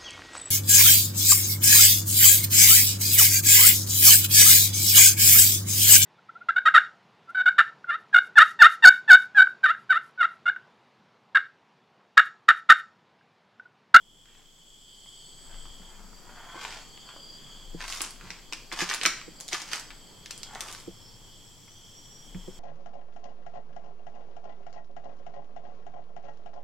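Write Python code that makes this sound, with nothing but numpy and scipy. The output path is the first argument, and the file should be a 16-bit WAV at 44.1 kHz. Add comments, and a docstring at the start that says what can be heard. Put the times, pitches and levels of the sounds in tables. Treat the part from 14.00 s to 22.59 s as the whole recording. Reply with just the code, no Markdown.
"""Steps over rubble in an empty building

Slow steps cross plaster rubble and grit in an empty concrete building at night, heard from a hand-held camera.
Chips snap as short band-limited noise bursts, grit grinds as random grains, and the bare rooms echo both.
Dull jolts ring the camera body as damped modes, over low drones, air, hiss and a low tremble of the hand.
A high whine, most likely night insects, comes through the open windows as narrow bands of noise."""
import sys
import numpy as np
from scipy import signal
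from scipy.fft import rfft, irfft, next_fast_len
from scipy.io import wavfile
from scipy.ndimage import uniform_filter1d

SR = 44100
rng = np.random.default_rng(int(sys.argv[2]) if len(sys.argv) > 2 else 0)


def log_audio(samples):
    """Write samples as a 16-bit WAV file to the path given in sys.argv[1]."""
    # one column per channel
    frames = np.atleast_2d(samples).T
    # limit to full scale, then quantise
    limited = np.clip(frames, -1, 1)
    pcm = np.round(limited * 32767).astype(np.int16)
    wavfile.write(sys.argv[1], SR, pcm)


N = 378827
T = np.arange(N) / SR

# a sole grinds or slides on grit: [t/s of greatest pressure, time scale of the rise t/s,
# level/dB before the mix, upper edge f/Hz]
GRINDS = [(0.362, 0.1, -58, 3500), (1.529, 0.13, -61, 2040), (1.95, 0.2, -62, 1900),
          (2.541, .25, -50, 1800), (2.69, 0.12, -43, 5000), (3.109, 0.059, -56.5, 2130),
          (3.499, .17, -63.5, 2192), (3.828, 0.038, -40, 4625), (3.931, 0.073, -39.5, 7800),
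          (4.029, 0.043, -38.5, 6350), (4.289, 0.088, -50.5, 4280), (4.73, .014, -34.5, 4760),
          (4.808, .04, -32, 5960), (4.924, .044, -33, 5030), (5.047, 0.03, -34, 4800),
          (5.538, 0.017, -30, 5600), (5.589, 0.043, -41, 6670), (5.741, .058, -37.5, 6030),
          (6.6, .13, -50, 1820), (6.701, 0.11, -47.5, 8300)]


def undb(db):
    """Decibels to amplitude ratio: 20 dB is a factor of ten."""
    return 10 ** (np.asarray(db) / 20)


def unit(x):
    """Normalisation to a root-mean-square of 1."""
    return x / np.sqrt(np.mean(x ** 2) + 1e-20)


def on_log(points, hz):
    """Linear interpolation of (f/Hz, value) points on a logarithmic frequency axis."""
    f, value = np.transpose(points)
    return np.interp(np.log(np.maximum(hz, 1)), np.log(f), value)


def colour(x, points):
    """Zero-phase filtering: the spectrum is multiplied by the gain of (f/Hz, gain/dB) points."""
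    size = next_fast_len(x.shape[-1], True)
    gain = undb(on_log(points, np.fft.rfftfreq(size, 1 / SR)))
    return irfft(rfft(x, size) * gain, size)[..., :x.shape[-1]]


def band(x, lo_hz, hi_hz, order=2):
    """Causal Butterworth band-pass, kept valid by a least width and a limit below half the sample rate."""
    hi_hz = min(max(hi_hz, 1.15 * lo_hz), .47 * SR)
    return signal.lfilter(*signal.butter(order, [lo_hz, hi_hz], "bandpass", fs=SR), x)


def stereo(pair, width):
    """Middle-side stereo: left is middle plus side, right is middle minus side."""
    return pair[0] + colour(pair[1], width) * np.array([[1], [-1]])


def walk(rate):
    """Random modulation: independent levels, rate per second, joined by straight ramps; spread near 1."""
    k = int(SR / rate)
    held = np.repeat(rng.standard_normal(N // k + 1), k)
    return 1.2 * uniform_filter1d(held, k)[:N]


def add(out, s, x):
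    """Superposition: mix a sound in at time s."""
    i = max(int(s * SR), 0)
    out[..., i:i + x.shape[-1]] += x[..., :max(N - i, 0)]


def swell(s, spread_s, db):
    """Gaussian envelope: a gain that rises and fades once."""
    return undb(db) * np.exp(-((T - s) / spread_s) ** 2 / 2)


def trill(hz, width_hz):
    """Random-phase synthesis: one pitch blurred into a Gaussian band of noise, as middle and side."""
    size = next_fast_len(N, True)
    f = np.fft.rfftfreq(size, 1 / SR)
    near = np.abs(f - hz) < 5 * width_hz
    phase = 2 * np.pi * rng.random((2, len(f)))
    spectrum = np.zeros((2, len(f)), np.complex64)
    spectrum[:, near] = np.exp(1j * phase[:, near] - ((f[near] - hz) / (2 * width_hz)) ** 2)
    return unit(irfft(spectrum)[:, :N])


def background(tremble_db=1.0, unsteady_db=2, sway_hz=22, hiss_db=-59.49, rise_s=0.064, settle_s=.14):
    """Stationary noise and slow motion: air, drones, hiss, and a hand tremble that jumps at each swing."""
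    # low murmur of the building: [t/s, level/dB]
    murmur_levels = [(0, -56), (.9, -61.5), (1.7, -56.5), (6.5, -55), (7.8, -60), (8.59, -54.5)]
    # spectra of the air and of the microphone hiss: [f/Hz, gain/dB]
    air_spectrum = [(30, 3), (60, -12), (100, -4.5), (150, -1.5), (250, -5), (400, -7), (650, -12),
                    (950, -11), (1400, -17.5), (2500, -20.5), (6000, -35.5)]
    hiss_spectrum = [(100, -1), (2000, 1.5), (6000, 6.5), (9000, 0), (16000, -2)]
    # low drones that come and go as the camera moves:
    # [loudest t/s, Gaussian spread t/s, centre f/Hz, width f/Hz, level/dB]
    drone_table = [(1.62, 0.16, 55, 20, -59), (2.08, 0.07, 193, 13, -55.5), (3.45, 0.028, 159, 36, -56.5),
                   (4.27, 0.036, 121, 31, -53.5), (7.3, 0.67, 105, 12, -60.5), (7.7, 0.74, 151, 21, -65.5)]
    # quick swings of the hand-held camera: [t/s, rumble level/dB before the channel gains]
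    swing_table = [(1.57, -40.5), (2.02, -50), (2.45, -56), (3.72, -40), (8.38, -44)]

    murmur_db = np.interp(T, *np.transpose(murmur_levels))
    air = unit(colour(rng.standard_normal((2, N)), air_spectrum)) * undb(murmur_db + 0.41 * walk(14))
    drones = sum(trill(hz, width_hz) * swell(s, spread_s, db) for s, spread_s, hz, width_hz, db in drone_table)
    hiss = unit(colour(rng.standard_normal((2, N)), hiss_spectrum)) * undb(hiss_db)

    swings = np.zeros(N)
    for s, db in swing_table:
        swings += undb(db) * np.exp(-np.maximum((s - T) / rise_s, (T - s) / settle_s))
    tremble = undb(murmur_db + tremble_db + unsteady_db * walk(7))
    phase = 2 * np.pi * np.cumsum(sway_hz * (1 + 0.202 * walk(22))) / SR
    sway = np.sin(phase) * (tremble + swings)

    side_gain = ((100, -8), (300, -4), (700, -9), (2000, -9))  # [f/Hz, gain/dB]
    return stereo(air + drones, side_gain) + hiss + sway * np.array([[1.7], [.9]])


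def insects(throb_db=0.82, drift_db=1.0, flutter_db=2.0, surge_s=.48, crest_s=7.89):
    """Amplitude-modulated noise bands: choruses flicker separately but surge together; some voices swell."""
    # choruses and single singers by name: [centre f/Hz, width f/Hz]
    pitches = {"low": (3250, 130), "middle": (4600, 235), "upper": (5520, 220), "high": (6650, 220),
               "top": (7620, 220), "overtone": (9750, 450), "a": (4480, 80), "b": (4765, 35),
               "c": (5370, 35), "d": (5670, 12), "e": (5970, 25), "f": (6820, 40), "g": (7850, 100)}
    # common level curve, louder towards the open windows: [t/s, level/dB before each chorus's share]
    night_levels = [(0, 1), (.55, -2.5), (1.05, 2.9), (1.42, -2.5), (1.87, 1), (2.1, -10.5), (2.4, -0.5),
                    (3, -0.5), (3.55, 1.5), (3.9, -8), (5.95, -7), (6.3, -2), (7, -4.5), (8.59, -3.5)]
    # choruses: [pitch name, level/dB, share of the level curve, surge amplitude/dB]
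    choruses = [("low", -54.5, 1.05, 1.5), ("middle", -68, 0.64, .3), ("top", -61, 0.23, .3),
                ("high", -67.5, .3, .3), ("upper", -70, .1, .3), ("overtone", -74, 0.97, .3)]
    # single singers and whole choruses that swell for a while:
    # [pitch name, loudest t/s, Gaussian spread t/s, level/dB]
    swelling_voices = [("middle", 1.4, 0.48, -63), ("middle", 5.1, 1.7, -61), ("a", 1.26, .06, -59.5),
                       ("a", 2.96, 0.5, -61.5), ("b", 1.75, 0.91, -64), ("b", 3.3, 0.31, -55.5),
                       ("b", 5.25, 0.7, -61), ("g", 1.38, 0.34, -57), ("f", 2.6, 1.6, -70),
                       ("g", 5.95, 0.29, -63), ("c", 7.05, 0.13, -63), ("upper", 7.7, .89, -64.5),
                       ("e", 7.75, 0.088, -61.5), ("d", 8.08, .11, -55.5), ("c", 8.5, 0.11, -63)]

    out = np.zeros((2, N))
    night_db = np.interp(T, *np.transpose(night_levels))
    surge = np.cos(2 * np.pi * (T - crest_s) / surge_s)
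    for pitch, db, share, surge_db in choruses:
        unsteady_db = throb_db * walk(45) + drift_db * walk(5)
        out += trill(*pitches[pitch]) * undb(db + share * night_db + surge_db * surge + unsteady_db)
    for pitch, s, spread_s, db in swelling_voices:
        out += trill(*pitches[pitch]) * swell(s, spread_s, db + flutter_db * walk(14))
    side_gain = ((3200, -12), (4700, -12), (5600, -7), (7600, -8), (10000, -4))  # [f/Hz, gain/dB]
    return stereo(out, side_gain)


def jolts(push_s=0.0032, rattle_db=-13, detune=0.047, pan_db=-2.2):
    """Damped modes: soft blows ring the camera body, whose rocking sets the two microphones out of phase."""
    # jolts of heel and hand: [t/s, lowest mode level/dB, upper modes level/dB]
    blows = [(1.80, -47, -66), (1.998, -50, -56), (2.554, -53, -37.5), (3.743, -36.5, -31),
             (4.235, -45.5, -47), (4.30, -49, -47), (4.727, -55, -35), (4.819, -35.5, -25),
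             (5.055, -41, -30.5), (5.276, -48, -34), (5.531, -50, -31.5), (6.876, -42.5, -27.5),
             (8.348, -29.5, -42), (8.478, -39.5, -28)]
    # modes of the camera body: [f/Hz before detuning, 60 dB decay t/s, relative level/dB, side to middle level/dB]
    modes = [(181.3, 0.15, 2.5, -9), (346, 0.065, 0, -4), (464.5, 0.06, -5, -23)]

    out, t = np.zeros((2, N)), T[:SR // 3]
    for s, low_db, upper_db in blows:
        for k, (hz, t60, db, side_db) in enumerate(modes):
            phase = 2 * np.pi * hz * (1 + detune * rng.standard_normal()) * t
            rattle = undb(rattle_db) * unit(band(rng.standard_normal((2, len(t))), .6 * hz, 1.4 * hz))
            middle = np.sin(phase) + rattle[0]
            side = undb(side_db) * (np.cos(phase) + rattle[1])  # a quarter period from the middle
            ring = middle + side * np.array([[1], [-1]])
            envelope = np.exp(-np.log(1000) * t / t60) * (1 - np.exp(-t / push_s))
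            add(out, s, undb(db + (upper_db if k else low_db)) * ring * envelope)
    return out * undb(np.array([[pan_db], [-pan_db]]) / 2)


def scuffs(grain_rate=2200, spread_db=6.0, slide_db=-7, fall_share=0.95):
    """Granular friction: grains burst under the sole's rising and falling pressure, over the rub of dust."""
    out = np.zeros((2, N))
    for s, rise_s, db, hi_hz in GRINDS:
        start = max(s - .5, 0)
        t = T[:SR] + start - s
        bursts = rng.random(SR) < grain_rate / SR
        sizes = bursts * undb(spread_db * rng.exponential(size=SR).clip(0, 4))
        grains = unit(sizes * rng.choice([-1, 1], (2, SR)))
        grit = grains + undb(slide_db) * rng.standard_normal((2, SR))
        # brighter grit has a higher lower edge too
        lo_hz = 790 * (hi_hz / 3060) ** 0.16
        pressure = np.exp(-np.abs(t / np.where(t < 0, rise_s, fall_share * rise_s)) ** 1.9)
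        add(out, start, undb(db) * pressure * unit(band(grit, lo_hz, hi_hz)))
    return out


def small_chips(per_s=42, most=24, gain_db=4.5, spread_db=2, pitch_share=0.56, spread_octaves=0.39):
    """Random fracture under load: chips cluster about each pressure peak; rows of (t/s, level/dB, f/Hz)."""
    rows = []
    for s, rise_s, db, hi_hz in GRINDS:
        count = round(2 * rise_s * per_s)
        when, size, pitch = rng.standard_normal((most, 3))[:count].T
        times = s + rise_s * when / 2
        levels = db + gain_db + spread_db * size
        pitches = pitch_share * hi_hz * 2 ** (spread_octaves * pitch)
        rows += zip(times, levels, pitches)
    return rows


def chip(x, lo_hz, hi_hz, floor_db):
    """Two resonance bands: a chip sounds in its own band and knocks more weakly on the floor, lower down."""
    return band(x, lo_hz, hi_hz) + undb(floor_db) * band(x, lo_hz / 5, lo_hz / 1.88)


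def cracks(table, snap_s=0.00059, crumble_s=0.011, crumb_db=-18, crumb_spread_db=5, floor_db=-13,
           octaves=1.58, top_hz=10690):
    """Brittle fracture: each chip gives one sharp snap, then its crumbs die away over some milliseconds."""
    out, t = np.zeros((2, N)), T[:SR // 20]
    half_band = 2 ** (octaves / 2)
    for s, db, hz in table:
        lo_hz, hi_hz = min(hz / half_band, top_hz / 2), min(hz * half_band, top_hz)
        snap = chip(rng.standard_normal((2, len(t))) * np.exp(-t / snap_s), lo_hz, hi_hz, floor_db)
        # the level is the snap's energy spread over one millisecond
        snap = snap / np.sqrt(np.sum(snap ** 2, axis=1, keepdims=True) * 1000 / SR)
        sizes = undb(crumb_spread_db * rng.exponential(size=len(t)).clip(0, 4))
        crumbs = chip(rng.standard_normal((2, len(t))) * sizes, lo_hz, hi_hz, floor_db)
        crumbs = unit(crumbs) * np.exp(-t / crumble_s)
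        add(out, s, undb(db) * (snap + undb(crumb_db) * crumbs))
    return out


def room(pair, early_db=-3, early_s=0.011, late_db=-4, gap_s=0.00037):
    """Reverberation: near walls answer at once, rooms beyond ring on; echoes change as the walker moves."""
    # ring of the bare rooms: [f/Hz, 60 dB decay t/s]
    ring_times = [(300, 0.4), (1500, 0.46), (3500, 0.44), (7000, 0.43), (9500, 0.36), (15000, 0.22)]

    t, hop = T[:SR * 3 // 5], SR // 10
    size = next_fast_len(N + len(t), True)
    hz, t60 = np.transpose(ring_times)
    noise, f = rfft(rng.standard_normal((2, size))), np.fft.rfftfreq(size, 1 / SR)
    # overlapping bands of one noise, each dying at its own pace
    bands = np.array([irfft(noise * on_log(np.c_[hz, share], f)) for share in np.eye(len(hz))], np.float32)
    decay = np.exp(-np.log(1000) * t / t60[:, None]).astype(np.float32)
    build = 1 - np.exp(-(t / gap_s) ** 2)
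    near = build * np.exp(-t / early_s)
    reflections = rng.standard_normal((2, size)) * np.abs(rng.standard_normal(size))

    out, window = pair.copy(), signal.get_window("hann", 2 * hop)
    # overlapping pieces of sound, each with an echo from a later stretch of the noise
    for i in range(0, N - hop, hop):
        early = unit(near * reflections[:, i:i + len(t)])
        late = unit(build * np.einsum("bct,bt->ct", bands[..., i:i + len(t)], decay))
        echo = (undb(early_db) * early + undb(late_db) * late) / np.sqrt(len(t))
        piece = pair[:, i:i + 2 * hop] * window[:N - i]
        add(out, i / SR, signal.fftconvolve(piece, echo, axes=1))
    return out


def scene(crack_db=-3, scuff_db=-3):
    """Superposition of sources: steps in the echoing rooms, with the night behind them."""
    # the loudest chips that snap or are kicked: [t/s, level/dB before the mix, centre f/Hz]
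    loud_chips = [(.257, -43, 2400), (.352, -44, 2100), (1.06, -48, 1300), (1.544, -46, 1600),
                  (1.655, -42, 1460), (2.650, -24.5, 1490), (2.657, -35, 2720), (2.976, -40, 1870),
                  (3.09, -40, 1830), (3.163, -41, 700), (3.806, -28, 1558), (3.8935, -32, 3500),
                  (3.9247, -23.5, 3060), (4.0065, -22, 2260), (4.0178, -19, 9900), (4.1074, -35.5, 6050),
                  (4.211, -38.5, 1700), (4.3048, -27, 3020), (4.5253, -23.5, 2350), (4.533, -22, 3250),
                  (4.7165, -27.5, 1494), (4.7905, -27, 3470), (4.806, -20.5, 2000), (4.8136, -24, 3046),
                  (4.8914, -25.5, 2696), (4.8991, -20.5, 3160), (4.9125, -20, 1460), (4.9392, -21.5, 5010),
                  (4.9467, -23.5, 6600), (5.0134, -21, 2780), (5.0346, -19, 4170), (5.0533, -8.5, 1800),
                  (5.0606, -7.5, 3425), (5.064, -12.5, 2640), (5.2145, -34, 1900), (5.4018, -33.5, 4940),
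                  (5.4085, -29, 4750), (5.4806, -30.5, 4800), (5.4871, -28, 4680), (5.527, -25.5, 1400),
                  (5.531, -17, 4005), (5.6184, -28.5, 3040), (5.7161, -30, 3300), (5.7331, -17.5, 3270),
                  (5.797, -31, 5460), (5.905, -33.5, 2040), (6.2597, -31.5, 3000), (6.3075, -32, 3000),
                  (6.3095, -26.5, 4340), (6.3776, -34.5, 5800), (6.4321, -26, 4266), (6.5501, -31.5, 4250),
                  (6.556, -31.5, 1050), (6.6072, -23.5, 5250), (6.6121, -33, 5010), (6.685, -33, 3620),
                  (6.7266, -33, 5130), (6.749, -32, 3210), (6.8006, -39.5, 5520), (7.68, -48.5, 1463),
                  (8.347, -42, 1600)]
    # spectrum of broken plaster: [f/Hz, gain/dB]
    plaster = [(100, -20), (280, 9.5), (520, 3), (900, 4.5), (2600, 0.5), (3900, -2), (5300, 1),
               (9000, -0.5), (16000, -2)]
    # side against middle for two close microphones: [f/Hz, gain/dB]
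    side_gain = [(30, -7), (130, -8), (280, -37), (550, -22), (1200, -28), (2200, -13.5), (4000, -5.5),
                 (6000, -4), (9000, 0), (14000, 1.5)]

    behind = background() + insects() + jolts()
    snaps = cracks(loud_chips) + cracks(small_chips())
    rubble = undb(scuff_db) * scuffs() + undb(crack_db) * snaps
    return stereo(room(colour(rubble, plaster)), side_gain) + behind


def record(dry, fade_from_db=-10, fade_s=1.41, top_hz=15900):
    """Saturation and low-pass: the level fades up, loudest snaps are rounded, the top treble is cut."""
    fade = np.interp(T, [0, fade_s], [undb(fade_from_db), 1])
    rounded = .8 * np.tanh(fade * dry / .8)
    return signal.sosfilt(signal.ellip(10, .1, 70, top_hz, fs=SR, output="sos"), rounded)


dry = scene()
out = record(dry)
log_audio(out)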